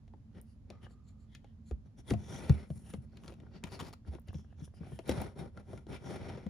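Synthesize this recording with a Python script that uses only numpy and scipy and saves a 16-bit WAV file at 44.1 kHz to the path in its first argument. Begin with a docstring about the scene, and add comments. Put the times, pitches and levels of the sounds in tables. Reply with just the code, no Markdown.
"""A quiet carpeted room, close to a cardboard box: a small plastic cutter works along its taped edge.
The blade ticks and catches, ringing the panels, then slits the tape in runs of tiny stick-slip bursts.
Hands slide over the card, whose fibres catch and let go; the box creaks in the grip and thumps when bumped.
Behind it the room rumbles and hums, with a faint, brief whistle early on."""
import sys
import numpy as np
from scipy import signal
from scipy.fft import rfft, irfft, next_fast_len
from scipy.io import wavfile
from scipy.ndimage import uniform_filter1d, map_coordinates

SR = 44100
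rng = np.random.default_rng(int(sys.argv[2]) if len(sys.argv) > 2 else 0)


def master_out(mix):
    """Clip the mix to full scale and print it as 16-bit PCM to the path in sys.argv[1]."""
    frames = np.transpose(np.atleast_2d(mix))
    ceiling = np.clip(frames, -1, 1)
    pcm = np.round(ceiling * 32767).astype(np.int16)
    wavfile.write(sys.argv[1], SR, pcm)


N = 286209
TIME = np.arange(N) / SR


def from_db(db):
    return 10 ** (np.asarray(db) / 20)


def unit_rms(x):
    return x / np.sqrt(np.mean(x ** 2) + 1e-20)


def unit_onset(x):
    """Scale to rms 1 over the first 10 ms."""
    return x / np.sqrt(np.mean(x[:SR // 100] ** 2))


def decay(t, t60_s):
    return from_db(-60 * t / t60_s)


def colour(x, points):
    """Minimum-phase filter through (freq_hz, gain_db) points on a log-frequency axis."""
    size = 2 * next_fast_len(x.shape[-1] // 2 + 2048)
    freq_hz, gain_db = np.array(points).T
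    bins_hz = np.arange(size // 2 + 1) * SR / size
    curve_db = np.interp(np.log(bins_hz + 1e-3), np.log(freq_hz), gain_db)
    cepstrum = irfft(np.log(from_db(curve_db)))
    cepstrum[1:size // 2] *= 2
    cepstrum[size // 2 + 1:] = 0
    return irfft(rfft(x, size) * np.exp(rfft(cepstrum)))[..., :x.shape[-1]]


# Bass, mid, treble and top bands: low_hz, high_hz
BANDS_HZ = [(45, 250), (250, 1600), (1600, 8000), (8800, 15000)]
BASS, MID, TREBLE, TOP = BANDS_HZ

def band(x, edges_hz):
    return signal.sosfilt(signal.butter(3, edges_hz, "band", fs=SR, output="sos"), x + 1e-18)


def resonate(x, hz, width_hz):
    """Two-pole resonator, unity peak gain."""
    r = np.exp(-np.pi * width_hz / SR)
    feedback = [1, -2 * r * np.cos(2 * np.pi * hz / SR), r * r]
    return signal.lfilter(np.array([1, 0, -1]) * (1 - r * r) / 2, feedback, x + 1e-18)


def notch(x, dips):
    for hz, width_hz, gain_db in dips:
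        x = x - (1 - from_db(gain_db)) * resonate(x, hz, width_hz)
    return x


def drift(rate_hz):
    """Smooth random curve, rms 1."""
    knots_s = np.arange(0, N / SR + 1, 1 / rate_hz)
    return unit_rms(np.interp(TIME, knots_s, rng.standard_normal(N)[:len(knots_s)]))


def add(track, start_s, sound):
    at = int(np.clip(round(start_s * SR), 0, N - 1))
    track[..., at:at + sound.shape[-1]] += sound[..., :N - at]


def pan(x, left_lead_db):
    return x * from_db(left_lead_db / 2 * np.array([[1], [-1]]))


# Room noise spectrum: freq_hz, gain_db
ROOM_SPECTRUM = [(15, -57), (25, -5.5), (79, 4.5), (183, -8.5), (227, -5.5), (340, -25.5), (722, -34.5),
                 (1140, -40), (1340, -43.5), (2230, -48), (5010, -51.5), (7100, -53.5), (8580, -55.5),
                 (10400, -55.5), (15500, -60)]
# Room hum: pitch_hz, level_db
ROOM_HUM = [(222, -66)]

def room_tone(rumble_db=-54.5, hum_width_hz=3.4):
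    """Rumble, near mono in the bass and wide above, plus a low narrow-band hum."""
    mid, side = colour(rng.standard_normal((2, N)), ROOM_SPECTRUM)
    side = colour(side, [(150, -13), (800, 0.33)])
    rumble = colour(mid + side * [[1], [-1]], [(10500, 0), (13000, -7), (15000, -14)])
    hum = sum(from_db(db) * unit_rms(resonate(rng.standard_normal(N), hz, hum_width_hz))
              for hz, db in ROOM_HUM)
    return from_db(rumble_db) * unit_rms(rumble) + hum


def whistle(start_s=0.704, end_s=1.27, level_db=-73, fade_db_per_s=29, pitch_hz=1220, width_hz=130):
    """A thin band of noise sets in and fades."""
    tone = resonate(resonate(rng.standard_normal(N), pitch_hz, width_hz), pitch_hz, width_hz)
    gate = uniform_filter1d(1.0 * ((TIME > start_s) & (TIME < end_s)), size=SR // 30)
    fade = from_db(level_db - fade_db_per_s * np.maximum(TIME - start_s, 0))
    return gate * fade * unit_rms(tone)


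# Distinct creaks: start_s, level_db
CARD_CREAKS = [(.866, -56.5), (.907, -69), (3.133, -70), (3.434, -59), (4.185, -59), (4.305, -62),
               (4.330, -59), (4.446, -69), (4.834, -59.5), (4.891, -65)]
# Creak spectrum: freq_hz, gain_db
CREAK_SPECTRUM = [(200, 7), (450, 10), (900, 1.5), (1700, -2), (2300, -18), (8000, -48)]

def card_creaks(t60_s=0.016, grip_start_s=3.1, grip_end_s=4.95, faint_per_s=12, faint_db=-65, spread_db=3):
    """Loaded card yields in single dull steps, with extra faint ones while the grip shifts."""
    out, t = np.zeros(N), TIME[:SR // 10]
    gaps, sizes = rng.standard_normal((2, 40))
    starts_s = grip_start_s + np.cumsum(np.exp(gaps / 2)) / faint_per_s
    faint = [(s, faint_db - spread_db * size) for s, size in zip(starts_s, sizes) if s < grip_end_s]
    noise = rng.standard_normal(N)
    for start_s, level_db in list(CARD_CREAKS) + faint:
        step = np.roll(noise, -round(start_s * SR))[:len(t)] * decay(t, t60_s)
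        add(out, start_s, from_db(level_db) * unit_onset(colour(step, CREAK_SPECTRUM)))
    return out


# Tape film ticks: start_s, level_db (before trim)
TAPE_TICKS = [(0.414, -55), (3.899, -72), (4.197, -64), (4.219, -75), (4.275, -70), (4.331, -67),
              (5.078, -54), (5.096, -43), (5.217, -47.5)]

def tape_ticks(t60_s=0.0039, trim_db=-3):
    """Stretched film gives way with a high tick, too small to move the card."""
    out, t = np.zeros(N), TIME[:SR // 20]
    for start_s, level_db in TAPE_TICKS:
        burst = band(rng.standard_normal(len(t)) * decay(t, t60_s), TOP)
        tick = colour(burst, [(10000, 0), (15000, -6)])
        add(out, start_s, from_db(level_db + trim_db) * unit_onset(tick))
    return out


def friction(grains_per_s=4000, spread_db=0.5, smooth_gain=0.89, judder_db=2.5):
    """Fibres catch and let go over a smooth drag; uneven pressure makes the force judder."""
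    sizes = from_db(spread_db * np.minimum(rng.exponential(1, N), 4)) * rng.standard_normal(N)
    grains = unit_rms(sizes * (rng.random(N) < grains_per_s / SR))
    force = grains + smooth_gain * rng.standard_normal(N)
    return force * from_db(judder_db * drift(rate_hz=110))


def squeak(force, hz, weight_db, q=11, light_touch_db=10, damping_db_per_db=1.33):
    """Friction rings a pair of resonances; a heavy hand damps them."""
    lower_hz = 0.605 * hz
    pair = resonate(force, hz, hz / q) + 0.79 * resonate(force, lower_hz, lower_hz / q)
    return from_db(light_touch_db - damping_db_per_db * max(weight_db + 1, 0)) * unit_rms(pair)


# Panel resonances: freq_hz, width_hz, gain_db
PANEL_MODES = [(393, 37, 7), (507, 45, 0), (583, 91, 5.5), (789, 25, 8), (914, 100, 3), (1370, 240, 2.5),
               (1994, 150, 1), (2324, 250, 4), (3590, 820, 5.5), (4330, 280, 4.5), (5120, 380, 7),
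               (5500, 230, 12)]
# Gaps between the resonances: freq_hz, width_hz, gain_db
PANEL_GAPS = [(1140, 420, -2), (2640, 210, -3), (4690, 630, 0.5), (6700, 480, -1)]
# Rubbing spectrum: freq_hz, gain_db
RUB_SPECTRUM = [(35, -31), (76, -0.5), (160, 1), (250, -5), (400, -9.5), (700, -14.5), (1100, -20),
                (2300, -31.5), (4600, -42.5), (6000, -45.5), (8000, -50), (10000, -44), (12000, -58.5),
                (14000, -66), (15500, -65)]
# Strokes: crest_s, length_s, rasp_db (before trim), weight_db (panel re rasp),
# sheen_db (hiss re rasp), squeak_hz
RUB_STROKES = [(0.377, .11, -72.5, 10.5, -11, 2970), (0.502, 0.12, -83, -3, 3, 4700),
               (0.741, 0.13, -75, 10, -29, 2000), (0.846, 0.057, -61.5, 2.5, -10.5, 2980),
               (0.919, 0.063, -72.5, 2, -10, 7500), (1.091, 0.082, -73.5, -25, -36, 7200),
               (1.225, 0.084, -80, -21, -14, 7300), (1.347, 0.094, -70.5, -9, -12, 3320),
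               (1.477, 0.11, -79.5, -17, -28, 3100), (1.69, 0.082, -73, -13, -6, 7050),
               (1.865, 0.043, -79.5, 12.5, -9, 6100), (1.995, 0.046, -67, 5, -2.5, 5700),
               (2.104, 0.081, -57, 5, 0.5, 3380), (2.21, 0.094, -66.5, 8.5, -5, 5840),
               (2.344, 0.21, -55, 5.5, -5, 5780), (2.466, 0.3, -57, 8, -5, 2300),
               (2.606, 0.15, -64, 7.5, -10, 2160), (2.778, 0.24, -75, 9, 9, 7000),
               (2.906, 0.15, -68, 5, 5.5, 2820), (3.034, .08, -80, 14.5, 4, 4440),
               (3.165, 0.16, -75.5, 8, -13, 4300), (3.27, 0.18, -72, 9.5, -1, 5960),
               (3.456, 0.42, -81, 15, -13, 2420), (3.561, 0.077, -63.5, 7.5, -30, 4550),
               (3.663, 0.079, -66.5, 13.5, -20, 2030), (3.743, 0.081, -55.5, 4.5, -7, 4520),
               (3.838, 0.2, -62.5, 11, -9, 4330), (4.083, 0.054, -67.5, 9.5, -7, 4760),
               (4.144, 0.091, -68.5, 12, -3.5, 3470), (4.289, 0.048, -68, 3, -13, 2780),
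               (4.373, 0.18, -72, 0, -10, 5570), (4.514, 0.12, -80.5, -2, -13, 2780),
               (4.606, 0.075, -70, 8.5, -11, 5900), (4.65, .06, -66.5, -10, 1.5, 5660),
               (4.768, 0.063, -72, -5, -2, 4940), (4.86, 0.18, -68, 7, -12, 2370),
               (4.946, 0.19, -69.5, 5, 3.5, 3000), (5.104, 0.083, -50, 9.5, -3.5, 3860),
               (5.202, 0.21, -53.5, 12.5, -4.5, 2130), (5.399, 0.049, -57, 12, -1.5, 3760),
               (5.426, 0.14, -65, 17, -5.5, 3430), (5.591, 0.096, -70.5, 14.5, -4.5, 2680),
               (5.742, 0.17, -68, 13.5, -3, 5800), (5.906, 0.064, -63.5, 15.5, -4, 2070),
               (5.947, 0.076, -52, 4.5, -10.5, 2350), (6.111, 0.19, -56.5, 11.5, -6, 5650),
               (6.268, 0.46, -59.5, 9.5, -12, 2200)]

def rubbing(rise_share=0.52, fade_db=17, fade_power=1.61, treble_trim_db=0.5, side_db=-10):
    """Hand and cutter slide on the card, speeding up and slowing; firm strokes flex the whole box."""
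    force = friction()
    ringing = sum(from_db(db) * resonate(force, hz, width_hz) for hz, width_hz, db in PANEL_MODES)
    card = notch(colour(force + ringing, RUB_SPECTRUM), PANEL_GAPS)
    flex, panel, rasp, hiss = [band(card, edges_hz) for edges_hz in BANDS_HZ]
    out = np.zeros((2, N))
    for crest_s, length_s, rasp_db, weight_db, sheen_db, squeak_hz in RUB_STROKES:
        span = np.flatnonzero(np.abs(TIME - crest_s) < 0.8 * length_s)
        t = TIME[span]
        patch = (span + rng.integers(N, size=(2, 1))) % N   # fresh card for mid and side
        reach_s = length_s * np.where(t < crest_s, rise_share, 1 - rise_share)
        speed = from_db(-fade_db * (np.abs(t - crest_s) / reach_s) ** fade_power)
        squeaky_rasp = unit_rms(rasp[patch]) + squeak(force[patch[:, ::-1]], squeak_hz, weight_db)
        panel_db = rasp_db + weight_db
        flex_db = -52.5 + 0.66 * (panel_db + 59.5)   # flex partly follows the panel level
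        treble_db = rasp_db + treble_trim_db
        layers = [(flex[patch], flex_db), (panel[patch], panel_db),
                  (squeaky_rasp, treble_db), (hiss[patch], treble_db + sheen_db)]
        mid, side = sum(from_db(db) * unit_rms(layer) for layer, db in layers)
        add(out, t[0], speed * (mid + from_db(side_db) * side * [[1], [-1]]))
    return pan(out, left_lead_db=-1)


# Box modes: freq_hz, relative_db, t60_s
BOX_MODES = [(76.5, 12.5, 0.19), (159, -15, 0.45), (206.8, 3, 0.27), (282.8, 3, 0.095), (350, -27, 0.066),
             (493, -30, 0.084), (632, -31, 0.075)]
# Soft bumps: start_s, swing_db, mid_glide_hz
BOX_BUMPS = [(0.71, -51, 73), (1.712, -61, 294), (1.711, -32, 66.8), (2.109, -20, 268), (2.114, -25.5, 130),
             (2.146, -28, 105), (2.495, -14.5, 146.3), (2.497, -26.5, 92), (2.702, -31, 154),
             (2.751, -41.5, 112), (2.938, -37.5, 193), (2.974, -39, 138.6), (3.636, -37, 176.6),
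             (4.079, -36, 76.7), (4.284, -38, 95), (4.347, -35, 159.5), (4.618, -37, 162),
             (4.805, -38.5, 172), (4.92, -39, 142), (5.092, -25.5, 261), (5.109, -32, 210), (5.18, -36, 83),
             (6.461, -32.5, 197)]

def box_bumps(modes_db=-17, spread_db=1.9, contact_s=0.0042, swell_cycles=1.27, sag=0.13, sag_s=0.015):
    """A wall swings a few cycles, sagging in pitch as it relaxes, and rings the box modes."""
    out, t = np.zeros(N), TIME[:SR // 2]
    contact = 1 - np.exp(-t / contact_s)
    for start_s, swing_db, hz in BOX_BUMPS:
        swell_s = swell_cycles / hz
        envelope = (t / swell_s * np.exp(1 - t / swell_s)) ** 1.64
        pitch_hz = hz * (1 - sag + 2 * sag * np.exp(-t / sag_s))
        swing = envelope * np.sin(2 * np.pi * np.cumsum(pitch_hz) / SR)
        modes = np.zeros(len(t))
        for k, (mode_hz, relative_db, t60_s) in enumerate(BOX_MODES):
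            gain = (-1) ** k * from_db(modes_db + relative_db + rng.normal(0, spread_db))
            modes += gain * decay(t, t60_s) * np.sin(2 * np.pi * mode_hz * t)
        add(out, start_s, from_db(swing_db) * (swing + contact * modes))
    return out


# Release burst spectrum: freq_hz, gain_db
BURST_SPECTRUM = [(150, -6.5), (300, 17.5), (600, 10.5), (1000, -2), (1600, -6), (2600, -5), (4000, -8),
                  (6000, -14), (10000, -34), (15500, -49)]

def release_burst(t, edges_hz, t60_s, attack_s=0.0005):
    """Noise of a catch letting go: sharp spike, ring of the card, faint tail."""
    spike = 3 * decay(t, t60_s=0.0026)
    tail = from_db(-24) * decay(t, t60_s=0.12)
    envelope = (spike + decay(t, t60_s) + tail) * (1 - np.exp(-t / attack_s))
    return band(colour(rng.standard_normal(len(t)) * envelope, BURST_SPECTRUM), edges_hz)


# Catches on the card: start_s, panel_db (before trim), crack_db, ring_hz
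CARD_CATCHES = [(.078, -72, -76.5, 684), (0.137, -56.5, -85, 875), (.702, -49.5, -58.5, 577),
                (1.349, -74, -56.5, 1380), (1.444, -59, -73.5, 814), (1.711, -43.5, -65.5, 438),
                (2.105, -47, -45.5, 760), (2.111, -30, -69, 310), (2.136, -38.5, -55, 694),
                (2.495, -35, -50, 411), (2.703, -47, -68.5, 602), (2.937, -45, -57.5, 463),
                (3.171, -66, -63, 408), (3.279, -55, -57, 1330), (3.295, -52.5, -69, 357),
                (3.322, -53, -68, 550), (3.401, -65, -69.5, 330), (3.638, -48.5, -47.5, 957),
                (3.8, -51, -55.5, 940), (4.136, -53.5, -71, 630), (4.15, -47.5, -67.5, 320),
                (4.284, -62, -63.5, 330), (4.344, -53.5, -67, 320), (4.812, -54.5, -110.5, 447),
                (4.867, -56, -73, 736), (4.919, -53, -76, 388), (4.99, -43.5, -58, 644),
                (5.093, -30, -44, 501), (5.113, -44.5, -51, 880), (5.218, -40, -60, 790),
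                (5.574, -50.5, -67, 1374), (5.732, -46, -84, 620), (5.776, -60, -64, 1390),
                (5.867, -50.5, -71, 316), (6.374, -47, -68, 490), (6.465, -48.5, -64, 524)]

def catches(panel_t60_s=0.048, panel_trim_db=-1, crack_hz=2200):
    """Blade or finger lets go with a crack; the panel rings at a pitch set by the contact point."""
    out, t = np.zeros(N), TIME[:SR // 4]
    for start_s, panel_db, crack_db, ring_hz in CARD_CATCHES:
        edge = release_burst(t, TREBLE, t60_s=0.026)
        crack = edge + 0.4 * resonate(edge, crack_hz, width_hz=900)
        ring = np.sin(2 * np.pi * ring_hz * t) * decay(t, panel_t60_s)
        panel = unit_onset(release_burst(t, MID, panel_t60_s)) + 0.96 * unit_onset(ring)
        snap = release_burst(t, TOP, t60_s=0.011)
        snap_db = -47 + 1.2 * (crack_db + 44)   # grows faster than the crack
        layers = [(panel, panel_db + panel_trim_db), (crack, crack_db), (snap, snap_db)]
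        add(out, start_s, sum(from_db(db) * unit_onset(layer) for layer, db in layers))
    return pan(out, left_lead_db=0.5)


# Drags on the tape: start_s, end_s, slips_per_s, level_db, resonance_hz
TAPE_CUTS = [(3.236, 3.346, 88, -65.5, 2740), (3.643, 3.69, 143, -60, 2370),
             (3.71, 3.756, 240, -57.5, 4770), (3.792, 3.815, 330, -47.5, 3400),
             (3.818, 3.895, 250, -58.5, 4970), (3.928, 3.94, 250, -55.5, 4340),
             (4.338, 4.417, 62, -73, 6000), (5.928, 5.952, 150, -58, 2330)]
# Tearing spectrum: freq_hz, gain_db
TEAR_SPECTRUM = [(200, -3.5), (500, -18), (950, -5.5), (1700, -17.5), (3000, -21), (4400, -23),
                 (7000, -23.5), (10500, -22), (14000, -30), (15500, -33)]

def tape_slitting(gap_jitter=0.35, spread_db=2.5, slip_decay_s=0.0027, ring_gain=1.44):
    """The blade sticks and slips through the tape; each slip is a tiny tearing burst."""
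    out = np.zeros(N)
    for start_s, end_s, slips_per_s, level_db, resonance_hz in TAPE_CUTS:
        gaps, sizes = rng.standard_normal((2, 200))
        slip_s = np.concatenate([[0], np.cumsum(np.exp(gap_jitter * gaps[1:])) / slips_per_s])
        length_s = end_s - start_s
        inside = slip_s < length_s
        slips = np.zeros(int((length_s + 0.02) * SR))
        slips[(slip_s[inside] * SR).astype(int)] = from_db(spread_db * sizes[inside])
        envelope = signal.lfilter([1], [1, -np.exp(-1 / (slip_decay_s * SR))], slips)
        bursts = envelope * rng.standard_normal(SR)[:len(slips)]
        tear = bursts + ring_gain * resonate(bursts, resonance_hz, width_hz=600)
        add(out, start_s, from_db(level_db) * unit_rms(colour(tear, TEAR_SPECTRUM)))
    return out


# Near reflections: freq_hz, gain_db
NEAR_SCATTER = [(60, -20), (200, -15), (500, -8), (1200, -7), (3000, -9), (10000, -12)]
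# Channel balance: freq_hz, left_minus_right_db
BALANCE = [(140, 0), (250, 3), (550, 5), (1200, 4), (4500, 2.5), (9000, .6), (15000, .5)]

def acoustics(x, near_t60_s=0.034, room_t60_s=0.2, right_lag_samples=0.99):
    """Hand and box scatter sound differently to each microphone port; the room adds a short tail."""
    t = TIME[:SR // 2]
    def tail(t60_s):
        response = rng.standard_normal((2, len(t))) * decay(t, t60_s)
        return response / np.sqrt(np.sum(response ** 2, axis=1, keepdims=True))
    near = colour(tail(near_t60_s)[0], NEAR_SCATTER) * [[1], [-1]]
    far = from_db(-16) * colour(tail(room_t60_s), [(100, 6.5), (400, 2.0), (3000, 6.5), (12000, 0)])
    left, right = x + signal.fftconvolve(x, near + far, axes=1)[:, :N]
    right = map_coordinates(right, [np.arange(N) - right_lag_samples], order=3)
    return np.array([colour(left, [(hz, db / 2) for hz, db in BALANCE]),
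                     colour(right, [(hz, -db / 2) for hz, db in BALANCE])])


def scene():
    """The box in its room."""
    box = rubbing() + tape_slitting() + tape_ticks() + card_creaks() + catches() + box_bumps()
    return acoustics(box) + pan(room_tone() + whistle(), left_lead_db=-2)


# Microphone port notches: freq_hz, width_hz, gain_db
PORT_NOTCHES = [(8430, 1640, -15), (11940, 1600, -36)]

def record(dry, low_cut_hz=40, high_cut_hz=15800):
    """The ports notch two treble bands; deep bass and extreme top are cut."""
    highpass = signal.butter(3, low_cut_hz, "high", fs=SR, output="sos")
    lowpass = signal.ellip(10, 0.1, 80, high_cut_hz, fs=SR, output="sos")
    return signal.sosfilt(lowpass, signal.sosfilt(highpass, notch(dry, PORT_NOTCHES)))


dry = scene()
out = record(dry)
master_out(out)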